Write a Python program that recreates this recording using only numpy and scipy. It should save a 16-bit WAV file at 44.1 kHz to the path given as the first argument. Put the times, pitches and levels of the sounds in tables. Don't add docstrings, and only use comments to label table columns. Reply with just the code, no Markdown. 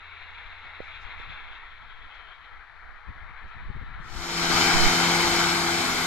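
import sys
import numpy as np
from scipy import signal
from scipy.fft import rfft, irfft, next_fast_len
from scipy.io import wavfile
from scipy.ndimage import uniform_filter1d, map_coordinates

SR = 44100
rng = np.random.default_rng(int(sys.argv[2]) if len(sys.argv) > 2 else 0)


def transcribe(u):
    v = np.clip(np.atleast_2d(u).T, -1, 1)
    q = np.round(v * 32767).astype(np.int16)
    wavfile.write(sys.argv[1], SR, q)


N = 267246


def amp(db):
    return 10 ** (np.asarray(db) / 20)


def unit(x):
    return x / np.sqrt(np.mean(x ** 2) + 1e-20)


def clock():
    return np.arange(N) / SR


def curve(rows):
    return np.interp(clock(), *np.transpose(rows))


def ramp(span):
    return np.clip((clock() - span[0]) / (span[1] - span[0]), 0, 1)


def swell(s, length):
    return np.exp(-((clock() - s) / length) ** 2)


def wobble(rate):
    return map_coordinates(rng.standard_normal(int(N * rate / SR) + 4), [clock() * rate])


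def along(rows, hz):
    f, *cols = np.transpose(rows)
    return [np.interp(np.log(hz + 1), np.log(f + 1), c) for c in cols]


def filtered(x, response):
    size = next_fast_len(N + 8192)
    return irfft(rfft(x, size) * response(np.fft.rfftfreq(size, 1 / SR)), size)[..., :N]


def noise(colour):
    return unit(filtered(rng.standard_normal((2, N)), lambda hz: amp(along(colour, hz)[0])))


def churn(x, patchy_db):
    spectrum = signal.stft(x, nperseg=1024)[2]
    patches = uniform_filter1d(rng.standard_normal(spectrum.shape[1:]), size=5, axis=0)
    patches = unit(uniform_filter1d(patches, size=6, axis=1))
    return signal.istft(spectrum * amp(patchy_db * patches), nperseg=1024)[1][:, :N]


def pan(db):
    return unit(amp(np.array([[db], [-db]]) / 2))


def at_ports(pair, ports):
    def mixing(hz):
        alike, left_db, lead = along(ports, hz)
        angle = np.arccos(np.clip(alike, 0, 1)) / 2
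        left = amp(left_db / 2) * np.exp(1j * lead / 2)
        gains = np.array([[np.cos(angle) * left, np.sin(angle) * left],
                          [np.cos(angle) / left, -np.sin(angle) / left]])
        return gains / np.linalg.norm(gains.mean(0), axis=0)
    both = filtered(pair, mixing).sum(1)
    return both / np.std(both.mean(0))


TURN_S, HIDE_S, EMERGE_S = (0.895, 2.64), (2.4, 2.67), (3.36, 3.37)

# t/s, hiss boost/dB, roar boost/dB, length/s
THICK_GRASS = [(0.96, 7.5, 0.5, 0.025), (1.255, 0, 2.5, .035), (1.305, 4.5, 1, 0.024),
               (1.56, 3, 0.5, 0.055), (2.17, 4.5, 3, 0.052), (2.325, 3, .5, 0.04), (2.45, 3, .5, 0.026),
               (3.49, 2, 0, .03)]
def blade_bites():
    return sum(np.outer([hiss, roar], swell(s, length)) for s, hiss, roar, length in THICK_GRASS)


# f/Hz, half width/Hz, boost/dB
WHINES = [(1352, 30, 7.0), (2370, 74, 1.0)]
def across_field(x):
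    hz, t, spectrum = signal.stft(x, SR, nperseg=1024)
    bell = lambda centre, width: np.exp(-((hz[:, None] - centre) / width) ** 2)
    turn, hidden = [np.interp(t, clock(), ramp(span)) for span in (TURN_S, HIDE_S)]
    turning = lambda before, after: np.interp(turn, [0, 1], [before, after])
    hollow_db = -7 * bell(turning(2990, 2740), 130)
    rasp_db = turning(3, 8) * (1 - hidden) * bell(turning(3600, 3100), 250)
    whines_db = sum(db * bell(centre, width) for centre, width, db in WHINES)
    bite_db = 0.8 * np.interp(t, clock(), blade_bites()[1])
    edge_db = (turning(3.5, -4) + bite_db) * bell(2210, 180)
    spectrum = spectrum * amp(hollow_db + rasp_db + edge_db + whines_db)
    return signal.istft(spectrum, SR, nperseg=1024)[1][:, :N]


# t/s, level/dB
FAR_LEVEL = [(0.0, -49), (0.3, -46.7), (0.8, -46.8), (1.33, -44.2), (1.8, -49.5), (2.4, -49.3),
             (2.65, -50.5), (3.0, -49.7), (3.25, -46.6), (3.7, -48), (4.05, -46.8)]
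# f/Hz, level/dB
ROAR_COLOUR = [(150, -34), (250, -28.5), (487, -16), (594, -21), (637, -14), (834, -6.5), (1070, -5),
               (1390, -3), (1520, -2.5), (2260, -3), (2700, -29), (3510, -64), (5940, -120)]
BLADE_HISS_COLOUR = [(1470, -20.5), (2500, 1), (2980, -3), (3220, -5.5), (3680, -4.5), (4120, -6.5),
                     (4510, -23.5), (5040, -25), (5350, -42), (6600, -32.5), (9000, -67), (11700, -79),
                     (19800, -120)]
# f/Hz, likeness/0-1, left minus right/dB, left lead/rad
FAR_STEREO = [(200, .3, 1, 1), (700, 0.91, 3.5, 0.2), (1400, 1, 6, 0.38), (2110, 0.89, 8.5, -0.3),
              (2550, 1, 10, 2), (2870, .45, -11, -0.26), (3070, 0.56, 21, -2), (3480, 1, -0.5, -1.7),
              (4630, 0.55, 8.5, 1), (6200, .3, -7, -1.8), (8000, .15, -1, 2)]
def far_tractor(flicker_db=1.0, hidden_db=-4.5):
    turn = ramp(TURN_S)
    hiss_bite_db, roar_bite_db = blade_bites()
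    level_db = curve(FAR_LEVEL) + flicker_db * wobble(30.4)
    roar = amp(level_db + 0.5 * roar_bite_db) * at_ports(noise(ROAR_COLOUR), FAR_STEREO)
    hidden = ramp(HIDE_S) - ramp(EMERGE_S)
    hiss_db = level_db - 6.5 - 6 * turn + hidden_db * hidden + hiss_bite_db + 0.91 * wobble(70)
    hiss = amp(hiss_db) * at_ports(noise(BLADE_HISS_COLOUR), FAR_STEREO)
    left_db = np.interp(turn, [0, 1], [-1.5, 1])
    swing = amp(np.outer([.5, -.5], left_db))
    return swing * across_field(churn(roar + hiss, patchy_db=1.36))


def far_exhaust(start_hz=84.3, sag_hz=14, level_db=-60.5, fade_db=-85):
    turn = ramp(TURN_S)
    cycles = np.cumsum(start_hz - sag_hz * turn) / SR
    return amp(level_db + fade_db * turn ** 2) * np.sqrt(2) * np.sin(2 * np.pi * cycles)


# f/Hz, level/dB
MEADOW_COLOUR = [(1590, -37), (2700, -2), (3030, -2.5), (3350, -3.5), (3550, -2.5), (4210, -1), (5190, -17),
                 (5650, -16.5), (7270, -30.5), (15000, -35)]
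def meadow():
    hiss = amp(-69) * at_ports(noise(MEADOW_COLOUR), FAR_STEREO)
    return hiss + amp(-81.5) * noise([(100, 0), (2000, 5), (8000, -5), (15000, -28)])


# t/s, level/dB
BREEZE_LEVEL = [(0.0, -55.5), (1.3, -49.5), (2.8, -53), (3.8, -44), (4.8, -46), (6.06, -54)]
# f/Hz, level/dB
BREEZE_COLOUR = [(4, 7.5), (12, 9.5), (30, 0.5), (60, 0), (100, -13.5), (200, -27.5), (400, -32.5),
                 (1500, -71)]
def breeze(gust_db=4.0):
    gusts = amp(gust_db * np.array([wobble(17), wobble(7.6)]))
    return amp(curve(BREEZE_LEVEL) + 3) * unit(gusts * noise(BREEZE_COLOUR))


# t/s, level/dB, length/s, left minus right/dB
WIND_PUFFS = [(0.658, -45, 0.025, -17), (1.07, -43, .025, 15), (1.304, -39, 0.045, 23),
              (1.844, -45, .04, -12), (2.054, -45, 0.028, -25), (3.096, -30, 0.021, 8),
              (3.16, -38.5, 0.018, -6), (3.23, -42, .025, 8), (3.305, -41, .022, 11),
              (3.45, -34, 0.022, -12), (3.565, -38, 0.018, 8), (3.62, -37.5, .028, 10),
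              (3.664, -35, 0.024, 20), (3.704, -26, 0.014, 27), (3.765, -27, 0.018, 20),
              (3.822, -27.5, 0.021, 14), (3.92, -37, 0.05, 22), (4.005, -33.5, 0.021, 13),
              (4.06, -37, .016, 13), (4.166, -30, 0.055, 17)]
# f/Hz, level/dB
PUFF_COLOUR = [(10, -3.5), (40, 4.5), (90, -2.5), (180, -12.5), (400, -26.5), (700, -37), (2000, -75)]
def wind_puffs():
    puffs = sum(amp(db - 5) * pan(left_db) * swell(s, length) for s, db, length, left_db in WIND_PUFFS)
    return puffs * noise(PUFF_COLOUR)


# t/s, level/dB, f/Hz
KNOCKS = [(0.8035, -17.5, 510), (1.199, -33, 435)]
def camera_knocks(ring_s=0.012, push_s=0.016, push_hz=130, muffle_hz=800):
    knocks = np.zeros(N)
    for s, db, ring_hz in KNOCKS:
        t = np.maximum(clock() - s, 0)
        attack = 1 - np.exp(-t / 0.00057)
        ring = np.sin(2 * np.pi * ring_hz * t) * amp(-60 * t / ring_s) * attack
        push = np.sin(2 * np.pi * push_hz * t) * amp(-60 * t / push_s)
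        knocks += amp(db) * (ring - amp(-15) * push)
    return pan(-31) * filtered(knocks, lambda hz: 1 / (1 + (hz / muffle_hz) ** 6))


# t/s, level/dB, length/s
BRUSHES = [(0.856, -72, .05), (1.025, -66, .022), (1.21, -71, .035), (2.155, -74, 0.017), (3.49, -75, .02)]
def rustles():
    brushes = sum(amp(db) * swell(s, length) for s, db, length in BRUSHES)
    return brushes * noise([(2000, -20), (5000, 6), (7000, -3), (9000, -19), (15000, -28)])


# t/s, level/dB
NEAR_LEVEL = [(4.78, -25.6), (5.05, -26.7), (5.42, -27.1), (5.6, -29.3), (6.06, -29.8)]
def passing_db(steepness=1):
    level_db = curve(NEAR_LEVEL)
    return level_db[0] + steepness * (level_db - level_db[0])


# multiple of crank speed, level/dB, dip t/s, dip depth/dB, dip length/s
STRONG_TONES = [(5, -33, 5.86, 9, 0.35), (7.5, -38.8, 5.44, 17, 0.24), (10, -32.8, 6.03, 13, 0.19)]
# multiple of crank speed, level/dB
WEAK_TONES = [(1, -18), (2.5, -16.5), (3, -15.5), (6, -28), (8, -22), (9, -22), (11, -22), (13, -19),
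              (14, -22.5), (15, -14), (20, -15), (22.5, -17.5), (27, -13), (30, -11.5), (32.5, -11),
              (34, -9.5), (36, -13), (39, -10), (46, -11)]
def engine_drone(turns):
    tone = lambda k: np.sqrt(2) * np.sin(2 * np.pi * (k * turns + rng.random()) + .16 * wobble(7))
    strong = sum(amp(db - 1.5 - depth * swell(s, length) + 1.4 * wobble(7)) * tone(k)
                 for k, db, s, depth, length in STRONG_TONES)
    weak = sum(amp(db + 2.5 * wobble(2.996)) * tone(k) for k, db in WEAK_TONES)
    return pan(4) * (strong + amp(passing_db() - 8) * weak)


# f/Hz, width/Hz, level/dB
BLOCK_RINGS = [(794, 165, -1), (1470, 270, 0), (2160, 340, -1), (3095, 85, -0.5), (4350, 170, -6),
               (5360, 22, -1)]
# f/Hz, likeness/0-1, left minus right/dB, left lead/rad
NEAR_STEREO = [(60, 0.65, -9, 0), (250, 0.94, 5, 1), (724, 0.89, 3.5, 0.4), (1140, 0.8, 4, 0.23),
               (1720, 0.04, 3.5, 1.5), (2500, 0.77, 4.5, -2), (3100, 0.67, 1, 0.5), (3730, 0.57, 3.5, 2),
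               (5130, 0.4, 5.5, 3), (6700, 0.53, -7, 1.5), (15000, 0, -1, 2)]
def diesel_clatter(turns, scatter_db=1.0, rattle_s=0.034):
    firings = np.flatnonzero(np.diff(np.floor(3 * turns)))
    sizes = amp(scatter_db * rng.standard_normal(len(firings)))
    t = np.arange(SR // 10) / SR
    knocks = np.zeros((2, N))
    for cylinder in range(6):
        blows = np.zeros((1, N))
        blows[0, firings[cylinder::6]] = sizes[cylinder::6]
        rattle = rng.standard_normal((2, len(t))) * amp(-60 * t / rattle_s)
        knocks += signal.fftconvolve(blows, rattle, axes=1)[:, :N]
    block = lambda hz: sum(
        (-1) ** k * amp(db) * 1j * hz * width / (centre ** 2 - hz ** 2 + 1j * hz * width)
        for k, (centre, width, db) in enumerate(BLOCK_RINGS))
    return amp(passing_db(1.65) - 4.5) * at_ports(filtered(knocks, block), NEAR_STEREO)


# f/Hz, level/dB
STEEL_NOTES = [(1507, -42), (1572, -45), (2180, -44), (2268, -43), (2309, -43), (3045, -37.5), (3078, -34),
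               (3125, -36), (4307, -49), (4630, -47), (5383, -42)]
# t/s, boost/dB, length/s, f/Hz
STEEL_CLANGS = [(4.565, 8, .025, 2250), (4.64, 6.5, .025, 3080), (4.705, 5, .02, 2250),
                (4.78, 3, .03, 3080), (4.895, 3, .022, 3080), (5.28, 5, .04, 2250), (5.375, 11, .03, 2250),
                (5.5, 10, .025, 2250), (5.96, 6, .025, 3080)]
def steel_bed(alongside_s=4.98, reach_hz=400):
    ring = np.zeros(N)
    for hz, db in STEEL_NOTES:
        clang_db = sum(boost * swell(s, length) * np.exp(-((hz - centre) / reach_hz) ** 2)
                       for s, boost, length, centre in STEEL_CLANGS)
        shaking = wobble(45) + 1j * wobble(45)
        ring += amp(db + clang_db) * np.real(shaking * np.exp(2j * np.pi * hz * clock()))
    return amp(13 + 8 * swell(alongside_s, length=.55)) * ring


# f/Hz, level/dB
RUSH_COLOUR = [(350, -80), (600, -16), (700, -7), (748, 1), (1070, -2.5), (1520, 0.5), (1850, -12),
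               (2020, -4), (2240, 0.5), (2450, -7), (2730, -12), (2840, -12.5), (3080, -8), (3480, -9.5),
               (4200, -9), (5460, -35), (9240, -120)]
RUMBLE_COLOUR = [(25, -11), (60, -4), (125, -4), (200, 1), (260, -0.5), (330, -1.5), (450, 1), (550, -17),
                 (700, 4), (1200, -60)]
# f/Hz, level/dB
DRIVE_HUMS = [(198.5, -33), (243.8, -21.5)]
def mower():
    torn_air = churn(noise(RUSH_COLOUR), patchy_db=1.5) * amp(0.73 * wobble(40))
    rush = amp(0.2) * at_ports(torn_air, NEAR_STEREO)
    rumble = amp(-8.5) * at_ports(noise(RUMBLE_COLOUR), NEAR_STEREO)
    hum = sum(amp(db) * np.sqrt(2) * np.sin(2 * np.pi * hz * clock() + .5 * wobble(3.6))
              for hz, db in DRIVE_HUMS)
    return amp(passing_db()) * (rush + rumble + pan(3.5) * hum + pan(2) * steel_bed())


# f/Hz, level/dB
SWISH_COLOUR = [(2240, -6.5), (3800, -3.3), (5250, 0), (6110, -4.5), (6880, -4), (7690, -14), (9000, -40)]
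FIZZ_COLOUR = [(5000, -30), (6800, -7), (7690, -6), (9280, -16.5), (12200, -14.5), (13300, -20),
               (15500, -45)]
def grass_cutting():
    def stalks(colour):
        hiss = churn(noise(colour), patchy_db=2.0)
        grain_db = 0.5 * wobble(600) + 0.25 * wobble(40)
        return at_ports(hiss * amp(grain_db), NEAR_STEREO)
    swish = amp(passing_db(1.5) - 3.9) * stalks(SWISH_COLOUR)
    fizz = amp(passing_db(0.55) - 12.2) * stalks(FIZZ_COLOUR)
    return swish + fizz


def near_tractor(crank_hz=34.13, drift=.0018):
    turns = np.cumsum(crank_hz * (1 + drift * wobble(3))) / SR
    return diesel_clatter(turns) + mower() + grass_cutting() + engine_drone(turns)


# t/s, level/dB, length/s
WIND_THUMPS = [(4.77, -22, .034), (4.855, -20, .04)]
# f/Hz, level/dB
THUMP_COLOUR = [(3, -10), (7, 5), (14, -4), (30, -15), (50, -26), (100, -44), (400, -100)]
def wind_thumps():
    thumps = sum(amp(db) * swell(s, length) for s, db, length in WIND_THUMPS)
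    return thumps * pan(-8) * noise(THUMP_COLOUR)


def scene(fade_s=(3.978, 4.6)):
    near = ramp(fade_s) ** 1.87
    field = meadow()
    tractor = (1 - near) * (far_tractor() + far_exhaust()) + near * near_tractor()
    wind = breeze() + wind_puffs() + wind_thumps()
    return tractor + field + wind + camera_knocks() + rustles()


def record(dry, top_hz=15600):
    return filtered(dry, lambda hz: hz < top_hz)


dry = scene()
out = record(dry)
transcribe(out)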